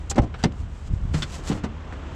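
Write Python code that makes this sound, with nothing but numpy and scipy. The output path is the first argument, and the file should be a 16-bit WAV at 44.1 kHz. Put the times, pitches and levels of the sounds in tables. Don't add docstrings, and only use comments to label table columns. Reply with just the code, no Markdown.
import sys
import numpy as np
from scipy import signal
from scipy.fft import rfft, irfft
from scipy.io import wavfile

SR = 44100
rng = np.random.default_rng(int(sys.argv[2]) if len(sys.argv) > 2 else 0)


def digitize_waveform(pressure):
    field = np.atleast_2d(pressure).T
    bounded = np.clip(field, -1, 1)
    quanta = np.round(bounded * 32767).astype(np.int16)
    wavfile.write(sys.argv[1], SR, quanta)


N = 94815
TIME = np.arange(N) / SR


# f/Hz, level/dB
ENGINE_HUM = [(42.6, -38.5), (60, -51), (66.4, -37.5), (76.2, -37), (85.6, -45), (157, -51.5)]
# f/Hz, level/dB
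IDLE_SPECTRUM = [(60, -14), (120, 4.5), (250, 1.5), (400, -3), (600, -5.5), (1220, -7.5), (2300, -17),
                 (3100, -17), (4500, -29), (7500, -32), (9200, -51), (12000, -60), (15000, -82)]
# t/s, level/dB
IDLE_LEVEL = [(0, -46), (.3, -45.5), (.8, -48), (1.1, -45.5), (1.4, -42), (1.75, -42.5), (2.15, -39)]
FIRING_HZ, FIRING_DEPTH = 33.2, 0.11

# t/s, level/dB
WIND_LEVEL = [(0, -37.5), (.57, -38.5), (.63, -30.5), (.70, -38), (.85, -42), (.92, -22.5), (.98, -34),
              (1.06, -30), (1.13, -23), (1.22, -33), (1.42, -40.5), (1.49, -29), (1.65, -37), (2.15, -47.5)]
# f/Hz, level/dB
WIND_SPECTRUM = [(5, -30), (18, -5), (45, 1), (95, 2), (180, -11.5), (350, -27), (900, -52), (3000, -84)]
# middle t/s, level/dB before the pulse shape, length/s
GUST_THUMPS = [(0.873, -25, 0.0045), (0.91, -17.5, 0.0032), (0.937, -14, 0.0026), (1.03, -23, 0.01),
               (1.054, -16.5, 0.003), (1.11, -23, 0.0054)]

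# t/s, level/dB
SLEEVE_LEVEL = [(0, -55.5), (.33, -68), (.40, -49.5), (.50, -64), (.61, -50), (.67, -61), (.76, -52.5),
                (.85, -54), (.875, -45.5), (.90, -62), (.94, -50.5), (.98, -58.5), (1.125, -55),
                (1.145, -35), (1.19, -36.5), (1.27, -47.5), (1.35, -34.5), (1.42, -51.5), (1.485, -28),
                (1.51, -38.5), (1.59, -47.5), (1.62, -68), (2.15, -57.5)]
# f/Hz, level/dB
SLEEVE_SPECTRUM = [(150, -10), (600, 3), (1500, -2), (3000, -3.5), (5500, -4), (7800, -2.5), (15000, -16.5)]
SLEEVE_GRAIN_DB = 1.5
CRACKLE_PER_S, CRACKLE_DB = 450, -8

# f/Hz, width/Hz, level/dB (relative)
HANDLE_RESONANCES = [(805, 50, -5.5), (3220, 300, -9.5), (4010, 110, -2.5), (5230, 230, -1.5),
                     (6600, 1200, -4.5), (7300, 550, 0), (7400, 650, -8)]
# t/s, rise/s, hold/s, t60/s, level/dB
HANDLE_SQUEAKS = [(0.096, 0.0039, .012, .028, -23.5)]
# f/Hz, width/Hz, level/dB (relative)
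SEAL_RESONANCES = [(1250, 150, -3), (1520, 120, 6), (3000, 980, -9)]
# t/s, rise/s, hold/s, t60/s, level/dB
SEAL_SQUEAKS = [(0.384, 0.0047, 0.031, .05, -43)]

# t/s, level/dB, centre of the modes it excites f/Hz, spread/octaves,
# t60 scale (no unit; less while the hand damps the door)
DOOR_BLOWS = [(.112, -30, 780, 0.17, 1.66), (.182, -11, 343, 0.65, 0.31), (.189, -15, 700, 0.48, 0.78),
              (.197, -11.5, 79.6, 0.93, 1.26), (.230, -22.5, 75, 0.87, 0.72), (.4405, -17, 280, 1.22, 1.03),
              (.443, -23, 2300, 0.4, 0.99), (.457, -18, 112, 0.24, 1.04)]
# f/Hz, level/dB added to the blow's, t60/s before the blow's scale
DOOR_MODES = [(67, 8, 0.084), (102.2, 2, 0.16), (120.2, -3, 0.21), (157, -4, 0.066), (234, 3.5, 0.134),
              (333, -1, 0.112), (404, -3, 0.1), (523, -1.5, 0.096), (579, -4, 0.11), (750, -26, 0.066),
              (800, 4.5, 0.071), (1000, -23, .08), (1780, 8, 0.042), (2080, -0.5, 0.066), (2770, 0, 0.054)]
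# t/s, rise/s, hold/s, t60 scale (no unit),
# then level/dB at each of KNOCK_HZ
LATCH_CLATTER = [(0.112, 0.0016, 0.0014, 0.81, -29.5, -36, -32.5, -34.5, -27.5),
                 (0.157, 0.0016, 0.0041, 1, -28, -36, -37, -42, -42),
                 (.167, .003, .012, 0.43, -33, -21.5, -45, -58, -56),
                 (0.179, 0.0032, 0.0051, 0.89, -15, -25, -24.5, -35, -38.5),
                 (0.217, 0.0022, 0.0044, 1.6, -33, -28.5, -55, -49, -48.5),
                 (0.232, 0.0027, 0.0067, 1.4, -31.5, -39, -53, -57, -55),
                 (.340, 0.0027, 0.0056, 1.5, -43, -46, -38.5, -44, -57),
                 (0.4284, 0.0008, 0.0016, 0.66, -50, -36, -42, -38, -42),
                 (.438, 0.00083, 0.0064, 0.61, -14, -19, -26, -24.5, -29.5),
                 (0.456, 0.00082, 0.002, 1.38, -20, -42, -40, -43, -54),
                 (0.522, .001, 0.0018, 0.41, -39.5, -65, -59, -58, -50)]
KNOCK_HZ = [250, 700, 1500, 4000, 7500]
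# f/Hz, t60/s before the knock's scale
KNOCK_RING = [(150, 0.14), (600, 0.1), (1800, 0.077), (7000, 0.049)]
TOP_DB = -15

# t/s, level/dB, ring f/Hz, t60/s
STEEL_SNAPS = [(.147, -40, 4800, 0.012), (0.3422, -32.5, 1490, 0.026), (.347, -30.5, 1303, 0.033),
               (.4298, -35, 3300, .012), (0.4386, -13, 4690, 0.017), (.4545, -32, 5030, .015),
               (.522, -40.5, 3000, 0.0086), (1.2222, -20, 3520, 0.068), (1.226, -31.5, 2210, 0.037),
               (1.2305, -22.5, 3416, 0.044), (1.925, -32.5, 1840, 0.033)]
# multiple of its ring f (no unit), level/dB added to the snap's
FITTING_MODES = [(.41, -8.5), (0.598, -7.5), (.915, -7.5), (.99, -3), (1.026, -5), (1.069, -13.5),
                 (1.21, -10), (1.3, -9), (1.499, -13.5)]

# t/s, rise/s, hold/s, t60 scale (no unit), ring f/Hz,
# ring level/dB, then level/dB at each of KNOCK_HZ
HAND_BUMPS = [(1.135, 0.0088, 0.0029, 1.67, 153.7, -11, -26.5, -34.5, -30.5, -34.5, -43),
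              (1.222, 0.0028, 0.0069, 1.12, 148, -16.5, -33, -41.5, -30, -33.5, -32),
              (1.380, 0.0041, 0.0078, 1.2, 195, -35, -35.5, -48, -59, -66, -54),
              (1.496, 0.0035, 0.0059, 0.87, 170, -18, -17, -30.5, -37.5, -40, -59),
              (1.514, 0.0012, .003, 0.52, 336, -24, -28, -34.5, -35, -37.5, -50),
              (1.522, 0.0011, .008, 0.86, 401, -29, -32, -39.5, -37, -40, -46),
              (1.55, 0.002, 0.0051, 1, 212, -28, -29, -44, -43, -62, -50),
              (1.572, 0.0038, 0.0064, 1.33, 301, -26, -45, -43, -40.5, -50, -67),
              (1.634, 0.0062, 0.0065, 1.3, 216.7, -18, -25.5, -31.5, -33, -40.5, -42),
              (1.924, 0.003, .006, 1.5, 263.6, -35.5, -40, -45, -39.5, -53.5, -54)]
BUMP_T60_S = 0.15

# f/Hz, level/dB
MIC_COLOUR = [(20, -4.5), (7900, -4.5), (8500, -10.5), (9200, -13.5), (12000, -17), (14200, -20),
              (15200, -38)]
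EDGE_HZ = 15100


def amp(db):
    return 10 ** (np.asarray(db) / 20)


def unit(x):
    return x / np.sqrt(np.mean(x ** 2) + 1e-20)


def read(points, hz):
    f, value = np.transpose(points)
    return np.interp(np.log(hz + 1), np.log(f + 1), value)


def level(points):
    return amp(np.interp(TIME, *np.transpose(points)))


def colour(x, points):
    f = np.fft.rfftfreq(2 * N, 1 / SR)
    spectrum = rfft(x, 2 * N)
    return irfft(spectrum * amp(read(points, f)))[:N]


def drift(hz):
    f = np.fft.rfftfreq(N, 1 / SR)
    keep = np.exp(-(f / hz) ** 2) * (f > 0)
    return unit(irfft(rfft(rng.standard_normal(N)) * keep, N))


def envelope(start, rise, hold, t60):
    t = TIME - start
    attack = np.clip(t / max(rise, 1e-4), 0, 1)
    fade = np.exp(-np.log(1000) * np.clip((t - rise - hold) / t60, 0, 10))
    return attack * fade


def mode(start, hz, t60):
    t = np.maximum(TIME - start, 0)
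    return np.sin(2 * np.pi * hz * t) * np.exp(-np.log(1000) * np.minimum(t / t60, 10))


def engine():
    hum = 0
    for hz, db in ENGINE_HUM:
        turns = hz * TIME + rng.random()
        hum += amp(db) * np.sin(2 * np.pi * turns + 0.18 * drift(hz=2.7))
    throb = 1 + FIRING_DEPTH * np.sin(2 * np.pi * FIRING_HZ * TIME + 0.92 * drift(hz=5.6))
    clatter = unit(colour(rng.standard_normal(N), IDLE_SPECTRUM))
    return hum + clatter * throb * level(IDLE_LEVEL)


def wind():
    out = unit(colour(rng.standard_normal(N), WIND_SPECTRUM)) * level(WIND_LEVEL)
    for middle, db, length in GUST_THUMPS:
        u = (TIME - middle) / length
        out += amp(db) * 2 * u / (1 + u * u) ** 2
    return out


def sleeve():
    hiss = amp(SLEEVE_GRAIN_DB * drift(hz=400)) * rng.standard_normal(N)
    catches = (rng.random(N) < CRACKLE_PER_S / SR) * rng.standard_normal(N)
    cloth = hiss + amp(CRACKLE_DB) * unit(catches)
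    return unit(colour(cloth, SLEEVE_SPECTRUM)) * level(SLEEVE_LEVEL)


def squeak(resonances, events):
    f = np.fft.rfftfreq(N, 1 / SR)
    power = 0
    for hz, width, db in resonances:
        detuning = (f * f - hz * hz) / ((f + 1) * width)
        power = power + amp(db) ** 2 / (1 + detuning ** 2)
    rub = unit(irfft(rfft(rng.standard_normal(N)) * np.sqrt(power), N))
    return rub * sum(amp(db) * envelope(*shape) for *shape, db in events)


def dense_modes():
    f = np.fft.rfftfreq(N, 1 / SR)
    bands = []
    for hz in np.geomspace(160, 14500, 14):
        in_band = abs(np.log2((f + 1) / hz)) < .27
        z = np.fft.ifft(rfft(rng.standard_normal(N)) * in_band, N)
        even = z.real / np.sqrt(abs(z))
        bands.append((hz, unit(even) / np.sqrt(2)))
    return bands


def knock(bands, start, rise, hold, ring, band_db):
    tone = list(zip(KNOCK_HZ, band_db)) + [(EDGE_HZ, band_db[-1] + TOP_DB)]
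    out = 0
    for hz, noise in bands:
        t60 = ring * read(KNOCK_RING, hz)
        out += noise * amp(read(tone, hz)) * envelope(start, rise, hold, t60)
    return out


def door(bands):
    out = sum(knock(bands, *row[:4], row[4:]) for row in LATCH_CLATTER)
    for start, db, centre_hz, spread, ring in DOOR_BLOWS:
        for hz, mode_db, t60 in DOOR_MODES:
            octaves_off = np.log2(hz / centre_hz)
            share = np.exp(-.5 * (octaves_off / spread) ** 2)
            out += amp(db + mode_db) * share * mode(start, hz, t60 * ring)
    return out


def fittings():
    out = 0
    for start, db, hz, t60 in STEEL_SNAPS:
        for ratio, mode_db in FITTING_MODES:
            out += amp(db + mode_db) * mode(start, hz * ratio, t60)
    return out


def hand_bumps(bands):
    out = 0
    for start, rise, hold, ring, hz, db, *band_db in HAND_BUMPS:
        out += knock(bands, start, rise, hold, ring, band_db)
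        out += amp(db) * mode(start + rise, hz, BUMP_T60_S * ring)
    return out


def scene():
    bands = dense_modes()
    squeaks = squeak(HANDLE_RESONANCES, HANDLE_SQUEAKS) + squeak(SEAL_RESONANCES, SEAL_SQUEAKS)
    near = sleeve() + squeaks + door(bands) + fittings() + hand_bumps(bands)
    return (engine() + wind() + colour(near, MIC_COLOUR))[None]


def record(dry):
    bass_cut = signal.butter(1, 8, "high", fs=SR, output="sos")
    dry = signal.sosfilt(bass_cut, dry)
    treble_cut = signal.firwin(511, EDGE_HZ, window=("kaiser", 9), fs=SR)
    return signal.oaconvolve(dry, treble_cut[None], "same")


dry = scene()
out = record(dry)
digitize_waveform(out)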